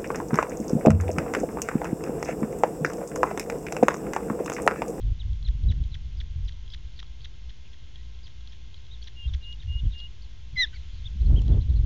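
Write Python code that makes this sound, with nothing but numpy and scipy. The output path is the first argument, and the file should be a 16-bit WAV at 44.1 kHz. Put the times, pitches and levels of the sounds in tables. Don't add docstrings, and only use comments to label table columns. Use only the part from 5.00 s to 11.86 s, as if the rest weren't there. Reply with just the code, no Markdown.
import sys
import numpy as np
from scipy import signal
from scipy.fft import rfft, irfft
from scipy.io import wavfile
from scipy.ndimage import uniform_filter1d

SR = 44100
rng = np.random.default_rng(int(sys.argv[2]) if len(sys.argv) > 2 else 0)


def materialize(psi):
    bounded = np.clip(np.atleast_2d(psi).T, -1, 1)
    quanta = np.round(bounded * 32767).astype(np.int16)
    wavfile.write(sys.argv[1], SR, quanta)


N = 302495
T = np.arange(N) / SR

# (break time [s],
# arch top [Hz], break pitch [Hz], arch level [dB], chip drive [dB], open-beak overtones [dB])
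BEGGING = [(0.222, 3850, 2820, -48, -56.5, -4), (0.476, 4130, 2964, -48, -46.5, -1),
           (0.712, 3950, 3120, -47, -44, -8), (0.942, 4080, 3690, -56, -42, -8),
           (1.202, 4950, 3847, -68, -41, -14), (1.481, 5450, 4130, -70, -44.5, 0),
           (1.735, 5200, 4120, -64, -41, -0.5), (1.990, 4470, 3915, -61.5, -41.5, -1),
           (2.244, 4600, 4080, -65, -43, 0.5), (2.493, 5500, 3690, -83, -50, -2),
           (2.731, 5500, 3710, -76, -53, -6), (3.268, 4900, 3540, -61, -50, -12),
           (3.521, 5300, 3360, -64, -51, -3), (3.786, 4500, 3530, -66, -64, 0),
           (4.071, 5600, 4130, -65.5, -43.5, -0.5), (4.336, 5500, 3730, -76, -40, -3),
           (4.622, 3780, 2930, -55.5, -49.5, -8), (4.943, 3800, 3040, -52.5, -52, -24)]


def from_db(db):
    return 10 ** (np.asarray(db) / 20)


def rms_one(x):
    return x / np.sqrt(np.mean(x ** 2) + 1e-20)


def in_time(rows):
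    times, *columns = np.transpose(rows)
    return [np.interp(T, times, column) for column in columns]


def at_hz(spectrum, hz):
    points_hz, db = np.transpose(spectrum)
    return from_db(np.interp(np.log(np.maximum(hz, 1)), np.log(points_hz), db))


def noise(spectrum):
    hz = np.arange(N // 2 + 1) * SR / N + 1e-3
    roll_off = 1 / (1 + (hz / spectrum[-1][0]) ** 12) / (1 + (spectrum[0][0] / hz) ** 6)
    return rms_one(irfft(rfft(rng.standard_normal(N)) * at_hz(spectrum, hz) * roll_off, N))


def drift(rate_hz):
    hz = np.arange(N // 2 + 1) * SR / N
    return rms_one(irfft(rfft(rng.standard_normal(N)) / (1 + (hz / rate_hz) ** 4), N))


def phase_of(hz):
    return 2 * np.pi * np.cumsum(hz) / SR


def note(onset, length):
    at = np.arange(int(onset * SR), min(int((onset + length) * SR), N))
    return at, np.clip((at / SR - onset) / length, 0, 1)


def swell(progress, rise, fall):
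    fade_in = np.sin(np.pi / 2 * np.clip(progress / rise, 0, 1))
    fade_out = np.sin(np.pi / 2 * np.clip((1 - progress) / fall, 0, 1))
    return np.sqrt(2) * fade_in * fade_out


def background(drone_db=-47.5, hiss_trim_db=2, whine_trim_db=-1):
    # (frequency [Hz], relative density [dB])
    drone_colour = [(20, -11), (38, -6.5), (60, 4), (90, -4), (125, -9), (170, -23), (215, -24), (270, -33),
                    (330, -26.5), (430, -30.5), (700, -35.5), (1200, -35)]
    hiss_colour = [(590, -29.5), (1000, -16.5), (1030, -24), (1320, -9), (1540, -9), (2050, -7), (2190, -7),
                   (3330, 1), (3620, -2), (4030, -6), (4730, -10), (5180, -10), (6710, -12.5), (7360, -21),
                   (9570, -49.5), (16200, -120)]
    # (time [s], level before trim [dB])
    hiss_curve = [(0.0, -63), (4.03, -62.5), (4.2, -62.5), (5.46, -62.5), (5.79, -60), (6.86, -63)]
    # (frequency [Hz], level before trim [dB])
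    whine_tones = [(1050, -79), (1590, -78.5), (2100, -74.5), (4230, -77.5), (4518, -80.5), (5213, -80.5),
                   (5908, -80), (6603, -82.5)]
    drone = from_db(drone_db) * noise(drone_colour)
    hiss = from_db(in_time(hiss_curve)[0] + hiss_trim_db) * noise(hiss_colour)
    whine = sum(from_db(db + whine_trim_db) * np.sqrt(2) * np.sin(phase_of(hz + 2 * drift(40)))
                for hz, db in whine_tones)
    return drone + hiss + whine


def hum(hz=57.7, db=-46.0, wander=0.02, overtones_db=-13, slope_db=-4):
    phase = phase_of(hz * (1 + wander * drift(6.26)))
    out = np.sin(phase) * from_db(2 * drift(7.3))
    for k in range(2, 7):
        level = from_db(overtones_db + slope_db * k + 2 * drift(12))
        out += level * np.sin(k * phase + rng.uniform(0, 2 * np.pi))
    return np.sqrt(2) * from_db(db) * out


def wind_levels(rise_s=.015, fall_s=0.024, breeze_ref_db=-37):
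    # (time [s], strength [dB])
    breeze_curve = [(0.0, -40.5), (0.74, -30.5), (0.94, -37), (1.16, -41.5), (1.3, -38.5), (2.73, -61.5),
                    (3.02, -57.5), (3.82, -66.5), (4.3, -50.5), (4.81, -41), (5.25, -53), (5.88, -45.5),
                    (6.42, -26.5), (6.86, -35)]
    # (time [s], hold [s], buffeting [dB], turbulence before trim [dB])
    gusts = [(0.041, .08, -23.5, -32.5), (0.255, 0.069, -27, -38), (0.491, 0.018, -21, -42),
             (0.64, 0.077, -20, -32), (0.807, 0.024, -24.5, -34), (1.147, 0.069, -31, -44.5),
             (1.363, 0.1, -28, -54), (4.26, 0.094, -25.5, -50.5), (4.667, 0.11, -28, -52),
             (4.838, 0.034, -19, -34), (5.541, 0.022, -34.5, -39), (6.22, 0.082, -18, -31),
             (6.309, 0.072, -16, -26), (6.49, 0.092, -18, -25), (6.689, .16, -20, -31.5)]
    breeze_db = in_time(breeze_curve)[0] - breeze_ref_db
    buffet_power = from_db(-33 + 0.83 * breeze_db) ** 2
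    turbulence_power = from_db(-44.5 + 1.56 * breeze_db) ** 2
    for onset, hold, buffet_db, turbulence_db in gusts:
        envelope = np.exp(-np.maximum(onset - T, 0) / rise_s - np.maximum(T - onset - hold, 0) / fall_s)
        buffet_power += (from_db(buffet_db) * envelope) ** 2
        turbulence_power += (from_db(turbulence_db) * envelope) ** 2
    return 10 * np.log10(buffet_power), 10 * np.log10(turbulence_power)


def eddies(spectrum, evenness):
    rumble = noise(spectrum)
    power = uniform_filter1d(rumble ** 2, size=3000) + 1e-6
    return rms_one(rumble / power ** (evenness / 2))


def wind(flutter_trim_db=-1, rush_db=-37, strong_db=-25, steepness=2.01, rough_db=2.0):
    # (frequency [Hz], relative density [dB])
    buffet_colour = [(18, -7), (28, -4.5), (45, 5), (65, 0), (90, -8), (130, -21), (220, -41.5)]
    turbulence_colour = [(50, -6), (100, 10), (160, -4), (250, -17), (400, -36), (700, -60.5)]
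    rush_colour = [(150, 8.5), (250, -0.5), (400, -8.5), (700, -20), (1200, -33), (2400, -41)]
    buffet_db, turbulence_db = wind_levels()
    thumps = from_db(buffet_db) * eddies(buffet_colour, evenness=0.96)
    flutter = from_db(turbulence_db + flutter_trim_db) * eddies(turbulence_colour, evenness=1.0)
    rush_level = from_db(rush_db + steepness * (turbulence_db - strong_db) + rough_db * drift(78))
    return thumps + flutter + rush_level * noise(rush_colour)


def arch(progress, start, top, end, apex):
    climb = (top - start) * (1 - progress / apex) ** 2
    fall = (top - end) * ((progress - apex) / (1 - apex)) ** 2
    return top - np.where(progress < apex, climb, fall)


def chick_notes(begging_apex=0.24, edge_ratio=.86, twitters=6, twitter_s=0.09, twitter_db=-66.5):
    # (time [s], length [s], top pitch [Hz], level [dB])
    single_peeps = [(1.713, 0.027, 3420, -53.5), (2.643, 0.043, 2680, -66), (3.905, 0.051, 3860, -53),
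                    (4.017, 0.016, 4550, -51.5), (4.271, 0.038, 3650, -57.5), (4.421, 0.034, 3860, -58),
                    (4.787, 0.02, 3590, -55.5), (4.842, 0.027, 3240, -57), (4.974, 0.037, 4870, -61.5),
                    (5.206, 0.045, 4350, -66), (6.051, .028, 3645, -43.5), (6.200, 0.022, 4050, -61),
                    (6.252, 0.024, 4300, -62), (6.358, .04, 3240, -45), (6.517, 0.029, 3490, -55.5),
                    (6.606, 0.025, 4250, -61), (6.692, 0.02, 4250, -64.5), (6.753, 0.031, 4270, -57.5)]
    notes = []
    for break_s, top, break_hz, db, _, _ in BEGGING:
        length = .029 * (top / 3940) ** 1.3
        start = 3700 + .3 * (top - 3700)
        notes.append((break_s - length, length, start, top, break_hz, begging_apex, db))
    twitter = [(rng.uniform(3.3, T[-1]), twitter_s, rng.uniform(3780, 4300), twitter_db)
               for _ in range(twitters)]
    for onset, length, top, db in single_peeps + twitter:
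        notes.append((onset, length, edge_ratio * top, top, edge_ratio * top, .5, db))
    return notes


def peeps(overtone_db=-28, flutter_depth=2.13, clear_db=-52, range_db=9, jitter=.009, hoarse_jitter=.055):
    out, shake, flutter = np.zeros(N), drift(530), drift(340)
    for onset, length, start, top, end, apex, db in chick_notes():
        at, progress = note(onset, length)
        hoarse = np.clip((clear_db - db) / range_db, 0, 1)
        pitch = arch(progress, start, top, end, apex)
        phase = phase_of(pitch * (1 + (jitter + hoarse_jitter * hoarse) * shake[at]))
        overtone = from_db(overtone_db) * (top < 3400) * np.sin(2 * phase)
        level = from_db(db + flutter_depth * (0.5 + 2 * hoarse) * flutter[at])
        out[at] += level * swell(progress, rise=0.28, fall=0.11) * (np.sin(phase) + overtone)
    return out


def chips(plunge_s=.015, end_hz=1480, jitter=0.0095, scratch=0.28):
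    # (frequency [Hz], gain [dB])
    throat = [(1200, -10.5), (1900, -6.5), (2600, -14), (3300, 0.5), (3900, -1.5), (4700, -13.5),
              (5900, -12.5), (7200, -30.5)]
    out, waver = np.zeros(N), 1 + jitter * drift(750)
    air = scratch * noise(throat)
    for onset, _, start, _, db, open_db in BEGGING:
        at, progress = note(onset, plunge_s)
        pitch = (start + (end_hz - start) * progress ** 1.15) * waver[at]
        voice = sum(from_db(partial_db) * at_hz(throat, k * pitch) * np.sin(k * phase_of(pitch))
                    for k, partial_db in enumerate([0, open_db, open_db - 4.5], 1))
        out[at] += from_db(db) * swell(progress, rise=0.046, fall=0.15) * (voice + air[at])
    return out


def twigs(trim_db=-3, crack_s=0.001, crackles_per_s=7, crackle_db=-52, snap_db=6):
    # (time [s], force before trim [dB], relative woody body [dB])
    ticks = [(0.427, -36.5, -3), (.838, -36.5, -24.5), (1.678, -38, -13), (1.702, -40, -6),
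             (1.920, -49, -13), (2.028, -35, 7.5), (2.207, -41, -5), (2.957, -39, -12), (3.474, -37, -4),
             (3.743, -39, -8), (4.027, -37.5, -18), (4.292, -40.5, 0), (5.001, -34.5, -4), (6.046, -44, -4),
             (6.418, -29.5, 2), (6.48, -32.5, -5)]
    # (frequency [Hz], gain [dB], t60 [s])
    modes = [(650, -12, 0.0034), (1250, -8.5, 0.0061), (1950, -14, 0.0036), (3270, -1.5, 0.017),
             (3970, 0.5, 0.0056), (4500, -9, 0.0043), (5840, -10, .004)]
    thin, thick, ring = np.zeros((3, N))
    for onset, db, body_db in ticks:
        at, _ = note(onset, .008)
        burst = rng.standard_normal(len(at)) * np.exp(-(at - at[0]) / SR / crack_s)
        burst = from_db(db + trim_db) * burst / np.linalg.norm(burst)
        thin[at] += burst
        thick[at] += from_db(body_db) * burst
    crackles = rng.random(N) < crackles_per_s / SR
    thin += crackles * from_db(crackle_db + 5 * rng.standard_normal(N))
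    for k, (hz, db, t60) in enumerate(modes):
        decay, angle = from_db(-60 / (t60 * SR)), 2 * np.pi * hz / SR
        feedback = [1, -2 * decay * np.cos(angle), decay ** 2]
        force = thick if hz < 2400 else thin
        ring += (-1) ** k * from_db(db) * signal.lfilter([0, np.sin(angle)], feedback, force + 1e-18)
    snap = signal.sosfilt(signal.butter(2, 4000, "high", fs=SR, output="sos"), thin)
    return ring + from_db(snap_db) * snap


def squeaks(jitter=0.029, overtone_db=-1):
    # (time [s], length [s], start pitch [Hz], end pitch [Hz], level [dB])
    glides = [(2.938, 0.092, 1860, 2010, -69), (5.67, 0.006, 1980, 2050, -50.5),
              (5.725, 0.028, 1540, 1546, -56), (5.731, 0.019, 1970, 1970, -58),
              (5.738, 0.042, 2310, 1960, -55)]
    out, waver = np.zeros(N), 1 + jitter * drift(500)
    for onset, length, start, end, db in glides:
        at, progress = note(onset, length)
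        phase = phase_of((start + (end - start) * progress ** 2) * waver[at])
        voice = np.sin(phase) + from_db(overtone_db) * np.sin(2 * phase)
        out[at] += from_db(db) * swell(progress, rise=0.38, fall=0.28) * voice
    return out


def songbird(jitter=0.0016):
    # (time [s], length [s], start pitch [Hz], end pitch [Hz], level [dB])
    whistles = [(4.149, 0.12, 2857, 2787, -46.5), (4.218, 0.055, 3160, 3250, -53),
                (4.407, 0.14, 2818, 2875, -45), (4.667, 0.143, 2820, 2875, -44.5),
                (4.925, 0.15, 2814, 2865, -44.5)]
    out, waver = np.zeros(N), 1 + jitter * drift(60)
    for onset, length, start, end, db in whistles:
        at, progress = note(onset, length)
        pitch = (start + (end - start) * progress) * waver[at]
        out[at] += from_db(db) * swell(progress, rise=0.54, fall=0.094) * np.sin(phase_of(pitch))
    return out


def adult_chirp(jitter=0.0047, rasp=0.019, brightening=0.31, full_db=-23, air_db=-25, opening_s=0.033):
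    # (time [s], pitch [Hz], drive [dB])
    contour = [(5.555, 2350, -57), (5.562, 2143, -38), (5.571, 2045, -29.5), (5.580, 1998, -25.5),
               (5.592, 2024, -24), (5.607, 2018, -20), (5.622, 1937, -22.5), (5.638, 1840, -23),
               (5.650, 1704, -31), (5.656, 1500, -49)]
    # (frequency [Hz], gain [dB])
    throat = [(1500, -4), (1850, -5.5), (2030, -2), (2400, -7), (3300, -0.5), (3700, 0), (4050, -4.5),
              (4500, -18), (5400, -23.5), (5800, -19.5), (6200, -32.5), (7500, -31)]
    # (frequency [Hz], relative density [dB])
    air_colour = [(1500, -8), (2400, -7.5), (3500, 16), (4300, -13.5), (5000, 6.5), (6800, -11)]
    onset, end = contour[0][0], contour[-1][0]
    pitch, db = in_time(contour)
    pitch *= 1 + jitter * drift(750)
    phase = phase_of(pitch)
    beak_opening = np.clip((T - onset) / opening_s, 0, 1) ** 2
    effort = from_db(brightening * np.minimum(db - full_db, 0)) * beak_opening
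    voice = at_hz(throat, pitch) * np.sin(phase) * (1 + 0.012 * drift(410))
    for k in (2, 3):
        roughness = 1 + rasp * (k - 1) ** 2 * drift(550)
        voice += effort * at_hz(throat, k * pitch) * np.sin(k * phase) * roughness
    air = from_db(air_db + (db + full_db) / 2) * noise(air_colour)
    sounding = (T > onset) & (T < end)
    return sounding * (np.sqrt(2) * from_db(db) * voice + air)


def roof(direct, scatter_db=-22, t60=0.15):
    t = np.arange(SR // 3) / SR
    tail = rng.standard_normal(len(t)) * from_db(-60 * t / t60) * (t > .003)
    return direct + from_db(scatter_db) * signal.fftconvolve(direct, tail / np.linalg.norm(tail))[:N]


def scene():
    nest = roof(peeps() + chips() + adult_chirp() + squeaks() + twigs())
    return (nest + songbird() + wind() + hum() + background())[None]


def record(dry, cutoff_hz=7350, offset=-0.0114):
    return signal.sosfilt(signal.ellip(10, .2, 70, cutoff_hz, fs=SR, output="sos"), dry) + offset


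dry = scene()
out = record(dry)
materialize(out)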